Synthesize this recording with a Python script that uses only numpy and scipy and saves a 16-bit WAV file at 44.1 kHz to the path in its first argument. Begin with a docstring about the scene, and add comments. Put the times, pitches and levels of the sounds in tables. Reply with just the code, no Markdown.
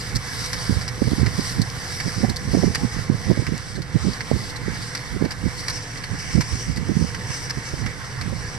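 """A tractor pulls a slurry tanker across an open field, far from a hand-held camera.
From the start, engine and pump drone and whine while the swinging nozzle throws a hissing fan of slurry
that slaps at the turns. Within a second, gusts are buffeting the right microphone port; the left lies in
the lee, reached by one soft gust at 2.5 s. Dry ticks come at 1.7 and 3.6 s, and between them the pump's
rising whistle is at its clearest. After 7 s the wind eases and the spraying carries on."""
import sys
import numpy as np
from scipy import signal
from scipy.fft import rfft, irfft, next_fast_len
from scipy.io import wavfile
from scipy.ndimage import uniform_filter1d, map_coordinates

SR = 44100
rng = np.random.default_rng(int(sys.argv[2]) if len(sys.argv) > 2 else 0)


def dump(signal):
    """Clip the signal to [-1, 1] and save it as 16-bit WAV at the path in sys.argv[1]."""
    limited = np.clip(np.atleast_2d(signal).T, -1, 1)
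    pcm = np.round(limited * 32767).astype(np.int16)
    wavfile.write(sys.argv[1], SR, pcm)


N = 378378
TIME = np.arange(N) / SR


def amp(db):
    """Decibels to gain."""
    return 10 ** (np.asarray(db) / 20)


def unit(x):
    """x at rms 1."""
    return x / np.sqrt(np.mean(x ** 2) + 1e-20)


def levelled(x, size):
    """x held near rms 1 over each stretch of size samples."""
    power = np.atleast_2d(x ** 2).mean(axis=0)
    return x / np.sqrt(np.abs(uniform_filter1d(power, size)) + 1e-4)


def bell(x, centre, half_width):
    """A smooth hump of height 1."""
    return np.exp(-((x - centre) / half_width) ** 2)


def along(points, hz):
    """An EQ-style curve: (frequency, value) points read on a log axis."""
    knots_hz, values = np.transpose(points)
    return np.interp(np.log(hz + 1), np.log(knots_hz + 1), values)


def curves(rows):
    """Automation: one value per sample for each column after the time."""
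    times, *columns = np.transpose(rows)
    return [np.interp(TIME, times, column) for column in columns]


def wobble(rate):
    """A smooth random curve, rate knots a second."""
    knots = rng.standard_normal(int(N * rate / SR) + 4)
    return map_coordinates(knots, [np.arange(N) * rate / SR])


def filtered(x, response):
    """x through a complex frequency response."""
    n = x.shape[-1]
    padded = next_fast_len(n + SR // 2)
    hz = np.fft.rfftfreq(padded, 1 / SR)
    return irfft(rfft(x, padded) * response(hz), padded)[..., :n]


def rush(spectrum):
    """Stereo noise of rms 1 from a far source: mono in the bass, wider in the treble."""
    # likeness of the two ports for far sound: (frequency [Hz], correlation [0-1])
    likeness = [(100, 1), (500, 0.9), (1100, 0.8), (2000, 0.65), (2900, 0.33), (4500, 0.79), (7000, 0.39),
                (10000, 0.45)]

    def mid_side_eq(hz):
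        spread = np.arccos(np.clip(along(likeness, hz), 0, 1)) / 2
        return amp(along(spectrum, hz)) * [np.cos(spread), np.sin(spread)]

    mid, side = filtered(rng.standard_normal((2, N)), mid_side_eq)
    return unit(np.array([mid + side, mid - side]))


def patchy(x, depth_db, colour=lambda hz, s: 0):
    """Moving air puts random patches on a far sound, over a slowly changing colour in dB."""
    hz, s, spectrogram = signal.stft(x, SR, nperseg=512)
    patches = uniform_filter1d(rng.standard_normal(spectrogram.shape[1:]), size=4, axis=0)
    patches = unit(uniform_filter1d(patches, size=12, axis=1))
    gain = amp(depth_db * patches + colour(hz[:, None], s))
    return signal.istft(spectrogram * gain, SR, nperseg=512)[1][:, :N]


def tone(hz, flutter_db, drift_rad):
    """A sine of rms 1 whose level and phase waver in the moving air."""
    phase = 2 * np.pi * (np.cumsum(hz) / SR + rng.random()) + drift_rad * wobble(9)
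    return unit(np.sin(phase) * amp(flutter_db * wobble(6)))


def tractor():
    """The far bed: engine orders, exhaust rumble, mechanical roar, gear whine and pump whistle."""
    # engine and pump orders: (frequency [Hz], level [dB])
    partials = [(25, -48), (50.1, -52), (58.3, -51), (75.2, -51), (102.1, -53), (108.9, -51.5),
                (116.5, -42), (128, -45), (153.7, -48.5), (175, -55)]
    # the low drone swells and fades in the wind: (time [s], gain [dB])
    drone_fade = [(0, 1), (.35, -0.5), (.9, 1), (1.5, 1), (1.87, 0), (2.4, 0), (2.98, 1.5), (3.45, 0.5),
                  (3.66, -5), (3.9, -0.5), (4.5, 0.5), (4.95, -1), (5.7, -1), (6.4, 0), (7.3, 0), (7.7, 0),
                  (8, -2), (8.58, -.5)]
    # exhaust rumble: (frequency [Hz], spectral level [dB])
    exhaust_eq = [(15, -32), (35, -13), (70, -20), (105, 3), (130, -1), (165, -2.5), (210, -13.5),
                  (270, -10), (350, -16.5), (480, -11), (600, -22), (1200, -53)]
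    # mechanical roar: (frequency [Hz], spectral level [dB])
    roar_eq = [(200, -24), (400, -16), (700, 2), (2200, -2), (3300, -2.5), (5000, -9.5), (14000, -6.5)]
    # the roar as the wind carries it over the field: (time [s], relative level [dB])
    roar_fade = [(0, -38), (.65, -38), (1, -40), (1.35, -37.5), (2.1, -38), (2.55, -40), (2.89, -36.5),
                 (3.1, -40), (3.55, -40.5), (3.87, -44), (4.1, -38.5), (4.6, -39.5), (5, -38.5),
                 (5.37, -40.5), (5.8, -39), (6.9, -41), (7.25, -39), (8.58, -39.5)]
    # gear whine, following the shaft speed: (time [s], pitch [Hz])
    gear_pitch = [(0, 490.9), (.75, 498.2), (2.2, 490.4), (3.2, 486.9), (3.7, 489.8), (4.9, 490.5),
                  (5.5, 493.5), (6.5, 489.2), (7.8, 493.1), (8.58, 488.8)]
    # swells of that whine: (time [s], level [dB])
    whine_fade = [(0, -55), (.4, -51.5), (.62, -45.5), (.85, -46.5), (1.45, -52), (1.8, -48), (2.85, -48.5),
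                  (3.6, -53), (4.5, -52), (5.6, -49.5), (6.2, -57.5), (7.3, -52.5), (7.9, -50), (8.3, -55),
                  (8.58, -51)]
    # faint rising whistle of the pump: (time [s], pitch [Hz], relative level [dB])
    whistle_glide = [(0, 740, -66), (1.9, 800, -51), (2.4, 816, -60), (2.8, 829, -43), (3.5, 855, -60),
                     (4.3, 876, -52), (5.2, 888, -60), (6.4, 899, -65), (7.2, 906, -50), (8.58, 915, -63)]
    drone_db, = curves(drone_fade)
    roar_db, = curves(roar_fade)
    gear_hz, = curves(gear_pitch)
    whine_db, = curves(whine_fade)
    whistle_hz, whistle_db = curves(whistle_glide)
    speed = gear_hz / gear_hz.mean()
    orders = sum(amp(db) * tone(hz * speed, flutter_db=2.8, drift_rad=.5) for hz, db in partials)
    exhaust = amp(-37) * unit(rush(exhaust_eq) * amp(1.3 * wobble(14)))
    roar = amp(roar_db + 2 + .78 * wobble(22)) * unit(patchy(rush(roar_eq), depth_db=1.5))
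    whine = amp(whine_db) * tone(gear_hz, flutter_db=2.8, drift_rad=1.3)
    whistle = amp(whistle_db - 5) * tone(whistle_hz, flutter_db=2.5, drift_rad=.7)
    return amp(drone_db) * (orders + exhaust) + whine + roar + whistle


def ticks():
    """Tiny dry ticks close by, over in a few milliseconds."""
    # bursts of bright noise: (time [s], level [dB], pitch [Hz])
    cues = [(1.701, -24, 5300), (3.579, -24, 6560)]
    t60_s, half_width_hz = .0081, 1600
    out = np.zeros(N)
    t = np.arange(SR // 40) / SR
    for (s, db, pitch), noise in zip(cues, rng.standard_normal((len(cues), len(t)))):
        tick_eq = lambda hz: amp(20 * bell(hz, pitch, half_width_hz)) / (1 + (hz / 11000) ** 6)
        band = levelled(filtered(noise, tick_eq), size=60)
        out[round(s * SR):][:len(t)] += amp(db - 60 * t / t60_s) * band
    return out


def gusts():
    """Power and flutter pitch of the air: gusts break into eddies, with a light breeze between them."""
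    # gusts on the right port: (centre time [s], level [dB], length [s], nominal flutter pitch [Hz])
    cues = [(0.156, -17, 0.036, 94.9), (0.714, -12.5, 0.035, 175), (0.771, -12, 0.022, 147.2),
            (1.021, -10.5, .014, 255.2), (1.05, -15, .018, 135), (1.079, -13, .02, 190),
            (1.128, -14.5, .028, 175), (1.19, -14, .025, 170), (1.224, -12, .04, 180),
            (1.268, -14.5, 0.041, 175), (1.391, -13, .015, 225.2), (1.601, -15, 0.052, 205),
            (2.068, -18, .035, 239.1), (2.191, -19, 0.041, 219.5), (2.242, -10.5, 0.026, 316.2),
            (2.299, -17.5, .045, 184.9), (2.501, -18, .06, 135), (2.547, -10.5, .024, 309.9),
            (2.583, -12, .036, 220), (2.645, -10.5, .03, 220), (2.675, -13, .022, 250),
            (2.705, -18, .028, 145), (2.844, -13.5, 0.037, 178.1), (2.985, -20.5, .06, 115),
            (3.115, -17.5, .035, 189.9), (3.15, -14.5, 0.013, 180), (3.27, -18, .025, 170),
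            (3.305, -11.5, 0.04, 300), (3.374, -15.5, .012, 290), (3.398, -13.5, .028, 200),
            (3.424, -17, .01, 280), (3.487, -19.5, .03, 149.9), (3.535, -18.5, 0.029, 210.3),
            (3.789, -19.5, 0.048, 203.8), (3.96, -11, .021, 204.8), (4.064, -15, 0.071, 165),
            (4.324, -15, 0.023, 350.3), (4.342, -14.5, 0.052, 155.2), (4.689, -22, 0.095, 165.1),
            (5.15, -19.5, 0.065, 160), (5.218, -17.5, 0.019, 279.6), (5.251, -17, .024, 249.8),
            (5.459, -16, 0.045, 169.3), (6.129, -19.5, 0.04, 130), (6.357, -9.5, 0.0219, 194.9),
            (6.389, -10, 0.032, 268), (6.538, -16, 0.029, 124.7), (6.7, -16, 0.041, 171.4),
            (6.8, -20, 0.075, 169.1), (6.904, -14, 0.044, 234.2), (6.969, -11, 0.021, 185.1),
            (7.021, -14, 0.047, 201.1), (7.304, -23, 0.02, 109.9), (7.576, -20.5, 0.019, 149.6),
            (7.741, -17, 0.013, 169.5), (7.842, -17, 0.068, 148.4), (8.32, -21.5, .12, 160.6)]
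    breeze_db, breeze_hz = -34, 105.06
    wake_gain_db, wake_s, wake_hz = -15.5, .3, 130.3  # small eddies round each gust
    power, weighted_pitch = np.zeros((2, N))
    for s, db, length, hz in cues:
        near = slice(*np.searchsorted(TIME, [s - 2 * length, s + 2 * length]))
        swell = np.exp(-np.abs(2 * (TIME[near] - s) / length) ** 2.3)
        puff = amp(db) ** 2 * swell
        power[near] += puff
        weighted_pitch[near] += hz * (.64 + .37 * swell) * puff
    flicker = unit(amp(2 * wobble(75))) ** 2
    breeze = amp(breeze_db + 2.965 * wobble(12)) ** 2
    wake = np.abs(uniform_filter1d(power, int(wake_s * SR)))
    wake *= (amp(wake_gain_db) * unit(amp(5 * wobble(40)))) ** 2
    total = flicker * power + breeze + wake
    pitch = (flicker * weighted_pitch + breeze_hz * breeze + wake_hz * wake) / total
    return total, pitch


def thumps():
    """A strong eddy's core sucks at the port and ducks the flutter: its pressure, and that gain."""
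    # eddy cores crossing the port: (time [s], peak level [dB], pitch [Hz])
    cues = [(.161, -14, 135), (.697, -3.5, 207), (1.02, -4, 267), (1.079, -5.5, 225.7), (1.134, -4.5, 252),
            (1.186, -6.5, 204), (1.232, -3.5, 243), (1.396, -9.5, 267), (1.599, -4.5, 179),
            (2.24, -7, 301.2), (2.539, -8, 260), (2.574, -6.5, 309.2), (2.643, -4.5, 265.4),
            (2.674, -9, 220), (2.848, -8.5, 231.2), (3.101, 1.5, 221), (3.123, -8.5, 175), (3.301, -5, 280),
            (3.318, -4, 269.7), (3.523, -7.5, 214.8), (3.959, -2.5, 184.2), (4.085, -7.5, 231),
            (4.315, -2.5, 473.4), (5.225, -3, 330), (5.244, -7.5, 256.8), (5.467, -8, 215.5),
            (6.133, -14.5, 150), (6.354, -9, 204), (6.389, -3, 209.2), (6.898, -6, 230.7),
            (6.969, -5.5, 189.6), (7.015, -7.5, 200.9)]
    duck_depth = .33
    suction, duck = np.zeros(N), np.ones(N)
    for s, db, hz in cues:
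        near = slice(*np.searchsorted(TIME, [s - 2 / hz, s + 2 / hz]))
        offset = 4.05 * hz * (TIME[near] - s)
        suction[near] -= amp(db) * (1 - offset ** 2) * np.exp(-offset ** 2 / 2)
        duck[near] *= 1 - duck_depth * bell(offset, 0, 2)
    return suction, duck


def wind():
    """Eddies sweep over the right port: the faster they pass, the louder and brighter the flutter."""
    # eddies at a flutter pitch of eddy_hz: (frequency [Hz], spectral level [dB])
    eddy_eq = [(10, -6.5), (60, 0.5), (130, 1.5), (200, -5), (300, -12), (450, -19.5), (700, -33),
               (1100, -46), (2500, -77), (5000, -120)]
    eddy_hz = 192
    power, pitch = gusts()
    suction, duck = thumps()
    # turbulence is intermittent: brief spurts are both faster and stronger
    spurt = amp(1.8 * wobble(110))
    playhead = np.cumsum(spurt / spurt.mean() * pitch / eddy_hz)
    eddies = filtered(rng.standard_normal(3 * N), lambda hz: amp(along(eddy_eq, hz)))
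    pressure = unit(spurt * map_coordinates(eddies, [playhead], order=1, mode="wrap"))
    low_cut = signal.butter(2, 82, "high", fs=SR, output="sos")
    flutter = levelled(signal.sosfilt(low_cut, pressure), size=1000)
    buffet = np.sqrt(power) * duck * flutter + suction
    exposed = filtered(buffet, lambda hz: hz ** 2 / (hz ** 2 + 25 ** 2))
    # one gust curls round to the sheltered left port
    lee_swell = amp(-32.5) * bell(TIME, centre=2.5, half_width=.11)
    lee = lee_swell * unit(signal.sosfilt(low_cut, eddies[-N:]))
    return np.array([lee, exposed])


def nozzle_swing():
    """The nozzle swings out and back at a steady pace, riding the hiss up and down in dB."""
    # one swing, loudest twice as the fan sweeps past: (share of the period [0-1], gain [dB])
    sweep = [(0, -4.5), (.09, -2), (.21, 2.76), (.42, 4), (.48, -0.5), (.62, 0.8), (.78, 1.5), (.92, -0.5),
             (1, -7.5)]
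    period_s, start_s = .7348, .16
    share = (TIME - start_s) / period_s % 1
    return np.interp(share, *np.transpose(sweep))


def spray():
    """The jet tears into drops: a hiss with a fine, uneven patter and a wandering colour."""
    # hiss of the drops: (frequency [Hz], spectral level [dB])
    hiss_eq = [(600, -38), (1500, -7.5), (3000, 7), (4500, 0), (9000, 2.5), (14000, 0)]
    # the hiss as the wind carries it over: (time [s], relative level [dB])
    hiss_fade = [(0, -36), (.2, -39), (.38, -36), (.55, -34.5), (.7, -35.7), (1.03, -40.3), (1.2, -38.3),
                 (1.31, -40), (1.44, -30.5), (1.56, -36.5), (1.83, -40), (2.08, -33), (2.24, -39.5),
                 (2.4, -37.5), (2.55, -39), (2.9, -39), (3.12, -39.5), (3.4, -42.5), (3.68, -41),
                 (3.9, -47), (4.02, -40.5), (4.22, -43), (4.45, -37.5), (4.6, -45), (4.85, -39.5),
                 (5.1, -42), (5.22, -48), (5.4, -46.5), (5.55, -41.5), (5.73, -35), (5.85, -41),
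                 (5.98, -40.5), (6.26, -39.5), (6.57, -35), (6.93, -42.5), (7.08, -40.5), (7.2, -43),
                 (7.35, -34.5), (7.85, -45), (8.45, -41.5), (8.58, -43)]
    # its colour as the tanker moves off: (time [s], centre [Hz], high shelf gain [dB])
    colour_drift = [(0, 4640, 6), (1.5, 4700, 5), (2.6, 5430, 3), (4, 4319, -1), (4.5, 4602, 4.5),
                    (4.9, 4700, 0), (5.4, 4797, 6.5), (5.8, 5600, -2), (6.5, 5700, -1.5), (7.4, 5740, 1.5),
                    (8.58, 5182, -2)]
    hiss_db = curves(hiss_fade)[0] + nozzle_swing()
    when, centre_hz, treble_db = np.transpose(colour_drift)

    def colour(hz, s):
        centre = np.interp(s, when, centre_hz)
        # the fuller the fan, the more its hiss gathers round one pitch
        fullness = np.interp(s, TIME, hiss_db - hiss_db.mean())
        peak = (3 + .33 * fullness) * bell(hz, centre, 950)
        hollow = -5.5 * bell(hz, centre - 2040, 580)
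        shelf = np.interp(s, when, treble_db) * np.clip((hz - 8500) / 2000, 0, 1)
        return peak + hollow + shelf

    hiss = unit(patchy(rush(hiss_eq), depth_db=1.83, colour=colour))
    patter = unit(amp(1.14 * wobble(35) + 1.4 * wobble(700)))
    return amp(hiss_db + 3.5) * patter * hiss


def slaps():
    """The jet slaps: a sharp crack, then a ragged, ringing splash over a duller smack."""
    # slaps at the nozzle's turns, sometimes just before:
    # (time [s], relative smack level [dB], relative splash level [dB], hold [s], splash pitch [Hz])
    cues = [(0.151, -48, -27, 0.017, 4350), (.157, -45, -27, .012, 5480), (0.53, -32, -24, .012, 5260),
            (0.812, -36, -31.5, 0.01, 5200), (0.878, -35.5, -28, .013, 4980),
            (1.261, -31.5, -30, 0.0099, 4800), (1.615, -41, -22.5, .008, 4550),
            (2.001, -31, -26.5, 0.0071, 4700), (2.295, -38, -24.5, 0.0061, 4052),
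            (2.361, -48, -27, .002, 4340), (2.3665, -46, -22.5, .001, 4524),
            (2.748, -27, -21.5, .004, 4800), (2.754, -31, -22, 0.0029, 4603),
            (3.4665, -31, -32.5, 0.0066, 5330), (3.754, -52, -36, 0.017, 4030),
            (3.817, -43, -33, .011, 4264), (4.132, -48, -32.5, 0.0083, 4816),
            (4.206, -31.5, -33, 0.0081, 4397), (4.497, -53, -31.5, .009, 4405),
            (4.56, -42, -30.5, 0.011, 4134), (4.949, -32.5, -26, 0.0072, 4760),
            (4.971, -45, -32.5, 0.0078, 4610), (5.249, -36.5, -35, 0.0077, 4493),
            (5.307, -35, -29, 0.018, 4776), (5.682, -29, -21.5, 0.0047, 5000),
            (5.698, -39, -24.5, .009, 4820), (5.956, -40, -48, 0.0042, 4800), (5.973, -41, -34, .011, 4803),
            (6.037, -34, -30.5, .009, 4680), (6.407, -28.5, -24, 0.013, 5714),
            (6.761, -48.5, -31, 0.0049, 4804), (6.771, -37, -30, 0.0049, 4803),
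            (7.146, -32, -33.5, 0.0059, 5595), (7.496, -36.5, -28.5, .005, 5287),
            (7.505, -33.5, -26, 0.0031, 5285), (7.861, -31.5, -31, 0.009, 5500),
            (8.211, -35, -30.5, 0.011, 4720)]
    # the dull and the crisp layer: (frequency [Hz], spectral level [dB])
    smack_eq = [(300, -28), (700, -6), (1500, -3.5), (2300, -1), (2900, -1.5), (4000, -12), (8000, -17)]
    crackle_eq = [(2400, -38), (3400, 0), (4150, 5), (5000, -.5), (6500, .5), (9000, -.5),
                  (13000, 5.5), (15000, 6)]
    smack_t60_s, splash_t60_s = .063, .039
    ring_db, ring_half_width_hz = 3, 646
    # two narrow, almost metallic pings: one at the pitch, one a random step away
    ping_db, ping_half_width_hz, scatter_hz = 6.5, 107, 550
    smack = levelled(rush(smack_eq) * amp(2.6 * wobble(500)), size=330)
    crackle = rush(crackle_eq) * amp(4.9 * wobble(600))
    detunes_hz = scatter_hz * rng.standard_normal(len(cues))
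    out = np.zeros((2, N))
    for (s, smack_db, splash_db, hold, pitch), detune in zip(cues, detunes_hz):
        start = round(s * SR)
        t = TIME[:min(N - start, SR // 6)]
        near = slice(start, start + len(t))
        attack = (1 - np.exp(-t / .0003)) * amp(3.55 * np.exp(-t / .0051))  # overshoot gives the crack
        release_s = np.maximum(t - hold, 0)

        def ringing(hz):
            pings = [bell(hz, centre, ping_half_width_hz) for centre in (pitch, pitch + detune)]
            return amp(ring_db * bell(hz, pitch, ring_half_width_hz) + ping_db * np.maximum(*pings))

        splash = levelled(filtered(crackle[:, near], ringing), size=220)
        out[:, near] += attack * amp(smack_db - 1.1 - 60 * release_s / smack_t60_s) * smack[:, near]
        out[:, near] += attack * amp(splash_db + 1.5 - 60 * release_s / splash_t60_s) * splash
    return out


def ports(x):
    """Each microphone port has its own resonances, and the sound reaches the two out of step."""
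    # colour of the left port: (frequency [Hz], gain [dB])
    left_eq = [(600, -1), (850, -0.5), (1250, 4), (1600, -2), (1780, -3.5), (1950, 1), (2250, -0.5),
               (3300, -2), (3900, -3.5), (4900, 7), (5800, 6), (7000, -5.5), (8400, -9.5), (10700, -23.5),
               (12000, -38), (14500, -39)]
    # colour of the right port: (frequency [Hz], gain [dB])
    right_eq = [(600, -0.5), (1250, 2), (1700, 11.5), (2200, 8), (2650, -7), (3300, -7), (4000, 0),
                (5000, 3.5), (5800, 5.5), (6450, -5.5), (8300, 3.5), (10000, -12.5), (11000, -5.5),
                (12000, -13.5), (13000, -24.5), (14500, -44)]
    # narrow peaks and notches of the camera body: (frequency [Hz], width [Hz], gain [dB])
    body_modes = [(1064, 57, 4.5), (1970, 57, 4), (2248, 35, 5), (2480, 160, -4.5), (4630, 67, 4),
                  (4730, 103, -9.5), (4770, 110, 4.5), (12860, 300, 10)]
    # how far the right port leads: (frequency [Hz], phase [rad])
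    right_lead = [(300, 0), (700, -.15), (1450, 1.2), (1750, 1), (1850, -.7), (2300, -1), (3200, 2.2),
                  (4500, .4), (5300, 1.1), (6100, .9), (6500, 2.7), (8200, 2.4), (9300, .9), (11000, 1.8)]

    def response(hz):
        port_db = np.array([along(left_eq, hz), along(right_eq, hz)])
        body_db = sum(db * bell(hz, centre, width / 2) for centre, width, db in body_modes)
        phase = np.outer([-.5, .5], along(right_lead, hz))
        return amp(port_db + body_db) * np.exp(1j * phase)

    return filtered(x, response)


def scene():
    """The far machine through both ports, with the ticks and the wind right on them."""
    return ports(tractor() + spray() + slaps()) + ticks() + wind()


def record(dry):
    """The camera rounds off the highest peaks and keeps nothing above its band limit."""
    band_limit_hz = 15000
    soft_clipped = dry / (1 + np.abs(dry) ** 6) ** (1 / 6)
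    return filtered(soft_clipped, lambda hz: hz < band_limit_hz)


dry = scene()
out = record(dry)
dump(out)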